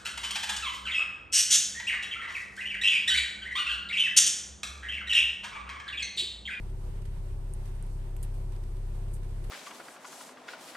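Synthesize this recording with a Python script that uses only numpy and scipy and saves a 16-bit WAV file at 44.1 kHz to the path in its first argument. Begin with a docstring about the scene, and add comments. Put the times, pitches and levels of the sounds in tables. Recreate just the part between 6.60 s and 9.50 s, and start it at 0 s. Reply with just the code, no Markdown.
"""A steady engine boom is heard first: a four-cylinder car idling, from a hand-held phone in the closed cabin.
Firing orders are summed sines through the mounts; belt-driven rotors and a faster whine beat against them.
Filtered noise gives the body rumble, air and cabin resonances. Fingers crackle, rustle and tick on the phone
as grains, enveloped noise and short rings; two microphone ports each lift a treble band."""
import sys
import numpy as np
from scipy import signal
from scipy.fft import rfft, irfft
from scipy.io import wavfile
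from scipy.ndimage import uniform_filter1d

SR = 44100
rng = np.random.default_rng(int(sys.argv[2]) if len(sys.argv) > 2 else 0)


def log_audio(samples):
    """Write samples as a 16-bit WAV file to the path given in sys.argv[1]."""
    # one column per channel
    frames = np.atleast_2d(samples).T
    # limit to full scale, then quantise
    limited = np.clip(frames, -1, 1)
    pcm = np.round(limited * 32767).astype(np.int16)
    wavfile.write(sys.argv[1], SR, pcm)


def how_loud(loudness_db):
    """Turn decibels into a plain amplitude multiplier (0 dB gives 1, 20 dB gives 10)."""
    steps = np.asarray(loudness_db, float) / 20
    return 10 ** steps


N = 127890


def curve(table):
    """Second column of a table, drawn in straight lines against its first column in seconds."""
    points = np.array(table, float)
    return np.interp(np.arange(N) / SR, points[:, 0], points[:, 1])


def by_hz(table, f):
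    """Second column of a table against frequency, interpolated along log frequency."""
    points = np.array(table)
    return np.interp(np.log(f), np.log(points[:, 0]), points[:, 1])


def walk(rate):
    """Slow random wander with about `rate` new values per second and a spread near 1."""
    hold = int(SR / rate)
    steps = np.repeat(rng.standard_normal(N // hold + 1), hold)
    return 1.71 * uniform_filter1d(uniform_filter1d(steps, hold), hold)[:N]


def colour(x, gain):
    """Filter by a gain given as a function of Hz."""
    f = np.maximum(np.arange(N // 2 + 1) * SR / N, 1)
    return irfft(rfft(x) * gain(f), N)


def resonance(hz, width):
    """Band-pass response of a single resonance, gain 1 at the centre."""
    return lambda f: 1 / (1 + 1j * (f ** 2 - hz ** 2) / (f * width))


def pan(db):
    """Left and right gains for a left-minus-right level in dB."""
    return how_loud(np.array([[db / 2], [-db / 2]]))


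def tone(turns, db):
    """Sine with its phase in turns and its level in dB rms."""
    return 2 ** .5 * how_loud(db) * np.sin(2 * np.pi * turns)


# Idle speed: start_s, firing_hz
IDLE_SPEED = [(0, 33.37), (.2, 33.37), (.4, 33.4), (.6, 33.11), (.8, 33.12), (1.0, 33.28), (1.2, 33.28),
              (1.4, 33.01), (1.6, 33.0), (1.8, 32.85), (2.0, 32.83), (2.2, 32.91), (2.4, 32.94),
              (2.9, 32.92)]


def firing_turns():
    """Running count of firings: the firing rate integrated over time."""
    start_turns = -.106
    return np.cumsum(curve(IDLE_SPEED)) / SR + start_turns


# Engine load on the mounts: start_s, gain_db
MOUNT_LOAD = [(0, -0.5), (.7, 0), (1.3, 0), (1.7, 1.2), (2.3, 0.1), (2.9, 1)]
# Firing orders before load: quarters of the firing rate (count) -> level_db (rms), left_minus_right_db, waver_db
FIRING_ORDERS = {3: (-64, 0, 2), 4: (-35, 1.3, .5), 5: (-65, 0, 2), 6: (-59.5, 0, 1.5), 7: (-69, 0, 2),
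                 8: (-49.7, 0, .7), 11: (-68, 0, 2), 12: (-44.3, -.5, .9), 14: (-73, 0, 2),
                 16: (-50.3, -1.9, .8), 18: (-71, -1, 2), 20: (-66, -2, 2), 21: (-72, -1, 2),
                 22: (-69, -1, 2), 24: (-72, 0, 2), 40: (-76, 2, 2)}


def firing_orders(firings):
    """Combustion pulses reach the body through the mounts as sines at quarter multiples of the firing rate."""
    mount_lead_rad = 2.64
    orders = 0
    for quarters, (db, left_right_db, waver_db) in FIRING_ORDERS.items():
        multiple = quarters / 4
        # Orders below the mount resonance lead; the lead fades out by twice the firing rate
        lead_turns = np.clip(2 - multiple, 0, 1) * mount_lead_rad / (2 * np.pi)
        order = tone(multiple * firings + lead_turns, db + waver_db * walk(9))
        orders = orders + pan(left_right_db) * order
    return orders * how_loud(curve(MOUNT_LOAD))


# Belt-driven rotor, slipping a little: start_s, turns_per_s
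BELT_SPEED_CURVE = [(0, 20.615), (.8, 20.625), (1.1, 20.57), (1.45, 20.55), (1.8, 20.5), (2.2, 20.48),
                    (2.9, 20.45)]
# Its harmonics before waver: harmonic (count) -> level_db (rms)
BELT_HARMONICS = {2: -57, 3: -52, 4: -52.5, 5: -65, 7: -60, 8: -61.5, 9: -73, 10: -69, 11: -77, 12: -76}


def belt_rotor():
    """A rotor on the slipping belt sounds harmonics of its own speed, which beat against the engine."""
    start_turns, lead_turns, waver_db = -.01, .29, .8  # the lead is the same for every harmonic
    belt = np.cumsum(curve(BELT_SPEED_CURVE)) / SR + start_turns
    return sum(tone(k * belt + lead_turns, db + waver_db * walk(3.93)) for k, db in BELT_HARMONICS.items())


# Faster rotor tones inside the cabin resonance, before waver: multiple (of the firing rate), level_db (rms)
WHINE_TONES = [(10.43, -68.5), (10.92, -68.5), (11.41, -62.5), (11.87, -66), (12.38, -78)]


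def whine(firings):
    """A faster rotor whines between the orders, its tone flanked by side tones about half an order apart, with
    unsteady phase and the left ear leading."""
    jitter_turns, left_lead_turns, waver_db = .08, .1, .8
    ear_lead = np.array([[left_lead_turns], [0]])
    tones = 0
    for multiple, db in WHINE_TONES:
        turns = multiple * firings + jitter_turns * walk(12) + ear_lead
        tones = tones + tone(turns, db + waver_db * walk(3.4))
    return tones


# Second belt-driven rotor, before waver: harmonic (count) -> level_db (rms)
PUMP_HARMONICS = {2: -59, 3: -69, 4: -64, 6: -76}


def pump_rotor(firings):
    """A second belt-driven rotor turns at a fixed ratio to the firings, so its harmonics beat against them."""
    turns_per_firing, start_turns, waver_db = 1.136, -.135, .8
    pump = turns_per_firing * firings + start_turns
    return sum(tone(k * pump, db + waver_db * walk(3.9)) for k, db in PUMP_HARMONICS.items())


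def engine():
    """Firing orders with the rotors that beat against them."""
    firings = firing_turns()
    return firing_orders(firings) + belt_rotor() + whine(firings) + pump_rotor(firings)


# Body rumble and air noise before flicker and balance: pitch_hz, density_db (per Hz)
RUMBLE_SPECTRUM = [(10, -68), (20, -70), (30, -75), (50, -77), (100, -79), (150, -77.5), (200, -83),
                   (250, -86.5), (300, -83.5), (450, -85), (700, -89), (950, -89), (1200, -94),
                   (2500, -100), (5000, -106), (8000, -109), (14500, -113)]
# Likeness of left and right: pitch_hz, likeness (0-1)
STEREO_LIKENESS = [(10, 1), (120, 1), (250, 0.72), (600, 0.5), (1000, 0), (15000, 0)]
# Balance of the noise: pitch_hz, left_minus_right_db
NOISE_BALANCE = [(10, -13), (150, -9), (300, 3), (550, 7), (700, -1.5), (2000, -1), (5000, -1.5),
                 (14000, 4)]
# Flicker of each noise band: low_hz, high_hz, depth_db (for each of two wanders), changes_per_s
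NOISE_FLICKER = [(0, 450, .3, 14), (450, 1400, .6, 25), (1400, 4000, .8, 25), (4000, 22050, .5, 18)]


def rumble():
    """Broad body and air noise: its bands flicker, the bass is alike in both ears and the treble spreads."""
    white = rng.standard_normal((2, N))
    shared = walk(20)  # wander common to all bands
    noise = 0
    for low_hz, high_hz, depth_db, rate in NOISE_FLICKER:
        band = colour(white, lambda f: (f > low_hz) & (f <= high_hz))
        noise = noise + band * how_loud(depth_db * (shared + walk(rate)))

    def spread(sign):
        """Gain of the mid (+1) or side (-1) noise; the likeness sets their share of the power."""
        def gain(f):
            like = np.clip(by_hz(STEREO_LIKENESS, f), 0, 1)
            return how_loud(by_hz(RUMBLE_SPECTRUM, f)) * np.sqrt(SR / 4 * (1 + sign * like))
        return gain

    mid, side = colour(noise[0], spread(1)), colour(noise[1], spread(-1))
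    left = colour(mid + side, lambda f: how_loud(by_hz(NOISE_BALANCE, f) / 2))
    right = colour(mid - side, lambda f: how_loud(-by_hz(NOISE_BALANCE, f) / 2))
    return np.array([left, right])


# Cabin resonances: pitch_hz, width_hz (of each of two passes), left_db (rms), right_db (rms)
CABIN_MODES = [(378, 30, -72, -66), (349, 55, -65, -80.5), (920, 140, -70, -79.5)]


def cabin():
    """Air modes of the closed cabin: noise passed twice through each resonance."""
    modes = 0
    for hz, width_hz, left_db, right_db in CABIN_MODES:
        ring = colour(rng.standard_normal(N), lambda f: resonance(hz, width_hz)(f) ** 2)
        modes = modes + ring / ring.std() * how_loud(np.array([[left_db], [right_db]]))
    return modes


def low_rub(x):
    """Wide double resonance that gives finger noise its low body."""
    return colour(x, lambda f: resonance(1600, 6500)(f) ** 2)


def crackle(grit):
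    """Sparse faint grains at random instants, each a short decaying burst of grit."""
    grains_per_s, floor_db, mean_excess_db, decay_s = 40, -74, 2.5, .003  # levels before the filter
    level = how_loud(floor_db + mean_excess_db * rng.exponential(size=N))
    spikes = (rng.random(N) < grains_per_s / SR) * level
    envelope = signal.lfilter([1], [1, -np.exp(-1 / (decay_s * SR))], spikes)
    return low_rub(envelope * grit)


# Finger rustles, levels before envelope and filter: start_s, attack_s, decay_s, bright_db, low_db
FINGER_RUSTLES = [(.09, .002, 0.02, -66, -57.5), (.415, 0.0022, 0.01, -67, -50.5),
                  (0.452, 0.0027, 0.011, -72, -47.5), (.71, .002, 0.016, -74, -65),
                  (1.05, 0.0022, 0.031, -65, -52.5), (1.155, .002, .006, -63, -57),
                  (1.6283, 0.00079, 0.012, -52.5, -47.5), (1.74, .002, 0.055, -62, -55.5),
                  (1.92, .002, 0.014, -75, -52.5), (1.949, 0.0035, 0.013, -74, -54),
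                  (2.035, .002, .01, -74, -53.5), (2.158, 0.0055, 0.015, -67, -51),
                  (2.34, 0.007, 0.02, -63, -53), (2.512, .002, 0.011, -61, -71),
                  (2.531, .015, 0.015, -43, -65), (2.566, .002, 0.0073, -72, -50),
                  (2.629, .002, 0.022, -73, -55.5), (2.84, 0.0027, 0.0069, -55, -43)]


def rustles(grit):
    """Skin rubs the phone: dense grit under a quick swell and decay, split into bright and low parts."""
    t = np.arange(N) / SR
    bright, low = np.zeros((2, N)), np.zeros((2, N))
    for start_s, attack_s, decay_s, bright_db, low_db in FINGER_RUSTLES:
        u = np.maximum(t - start_s, 0)
        rub = grit * (1 - np.exp(-u / max(attack_s, 1 / SR))) * np.exp(-u / decay_s)
        bright = bright + rub * how_loud(bright_db)
        low = low + rub * how_loud(low_db)
    return colour(bright, lambda f: resonance(8800, 7500)(f) ** 2) + low_rub(low)


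# Finger ticks, levels before envelope and pan:
# start_s, ring_db, ring_hz, low_db, low_hz, left_minus_right_db
FINGER_TICKS = [(.458, -62, 7500, -52, 1300, -3), (.9370, -38.5, 9240, -75, 2600, 3),
                (1.226, -44.5, 9000, -70, 2600, 2), (1.2658, -57, 10300, -79, 2580, -2),
                (1.5656, -47.5, 12100, -47, 2500, 5), (1.5674, -51, 7450, -63, 2600, -2),
                (1.629, -49, 12600, -68, 2600, 9), (1.6292, -40, 9300, -55, 4400, 5),
                (1.6334, -40.5, 7260, -52, 5100, 4), (1.639, -58, 11900, -58, 4000, 2),
                (2.8497, -68, 8000, -50, 2500, 0)]


def ticks(white):
    """A fingertip tap rings briefly at a high and a lower pitch, then leaves a decaying noisy tail."""
    rise_s, ring_s = .00006, .0004
    tail_db, tail_t60_s, tail_hz, tail_width_hz = -13, .06, 9500, 4500  # tail_db: relative to ring_db
    t = np.arange(N) / SR
    rings, tails = 0, 0
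    for start_s, ring_db, ring_hz, low_db, low_hz, left_right_db in FINGER_TICKS:
        u = np.maximum(t - start_s, 0)
        envelope = 2 * (1 - np.exp(-u / rise_s)) * np.exp(-u / ring_s)
        high = how_loud(ring_db) * np.sin(2 * np.pi * ring_hz * u)
        low = how_loud(low_db) * np.sin(2 * np.pi * low_hz * u)
        rings = rings + pan(left_right_db) * envelope * (high + low)
        decay = np.exp(-np.log(1000) * u / tail_t60_s)
        tails = tails + (t >= start_s) * how_loud(ring_db + tail_db) * decay * white
    return rings + colour(tails, lambda f: resonance(tail_hz, tail_width_hz)(f) ** 2)


def fingers():
    """Crackle, rustles and ticks of fingers on the phone, all drawn from one stereo noise."""
    white = rng.standard_normal((2, N))
    grit = white * how_loud(2.5 * walk(300))  # fast level wander roughens the noise
    return crackle(grit) + rustles(grit) + ticks(white)


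def scene():
    """Everything that reaches the phone."""
    return engine() + rumble() + cabin() + fingers()


# Microphone ports, left then right: pitch_hz, width_hz, gain_db
MICROPHONE_PORTS = [(11000, 1100, 6), (8600, 840, 12)]


def microphones(dry):
    """Each port resonates and lifts its own treble band; a steep low-pass cuts the top."""
    lifted = []
    for channel, (hz, width_hz, gain_db) in zip(dry, MICROPHONE_PORTS):
        lifted.append(colour(channel, lambda f: 1 + (how_loud(gain_db) - 1) * resonance(hz, width_hz)(f)))
    top_hz = 14250
    low_pass = signal.ellip(10, .3, 70, top_hz, fs=SR, output="sos")
    return signal.sosfilt(low_pass, np.array(lifted))


def band_limit(x):
    """A steep low-pass at the top of the band."""
    return signal.sosfilt(signal.butter(12, 14650, fs=SR, output="sos"), x)


def record(dry):
    """The phone takes in the scene through its two microphone ports."""
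    mix = microphones(dry)
    return band_limit(mix)


dry = scene()
out = record(dry)
log_audio(out)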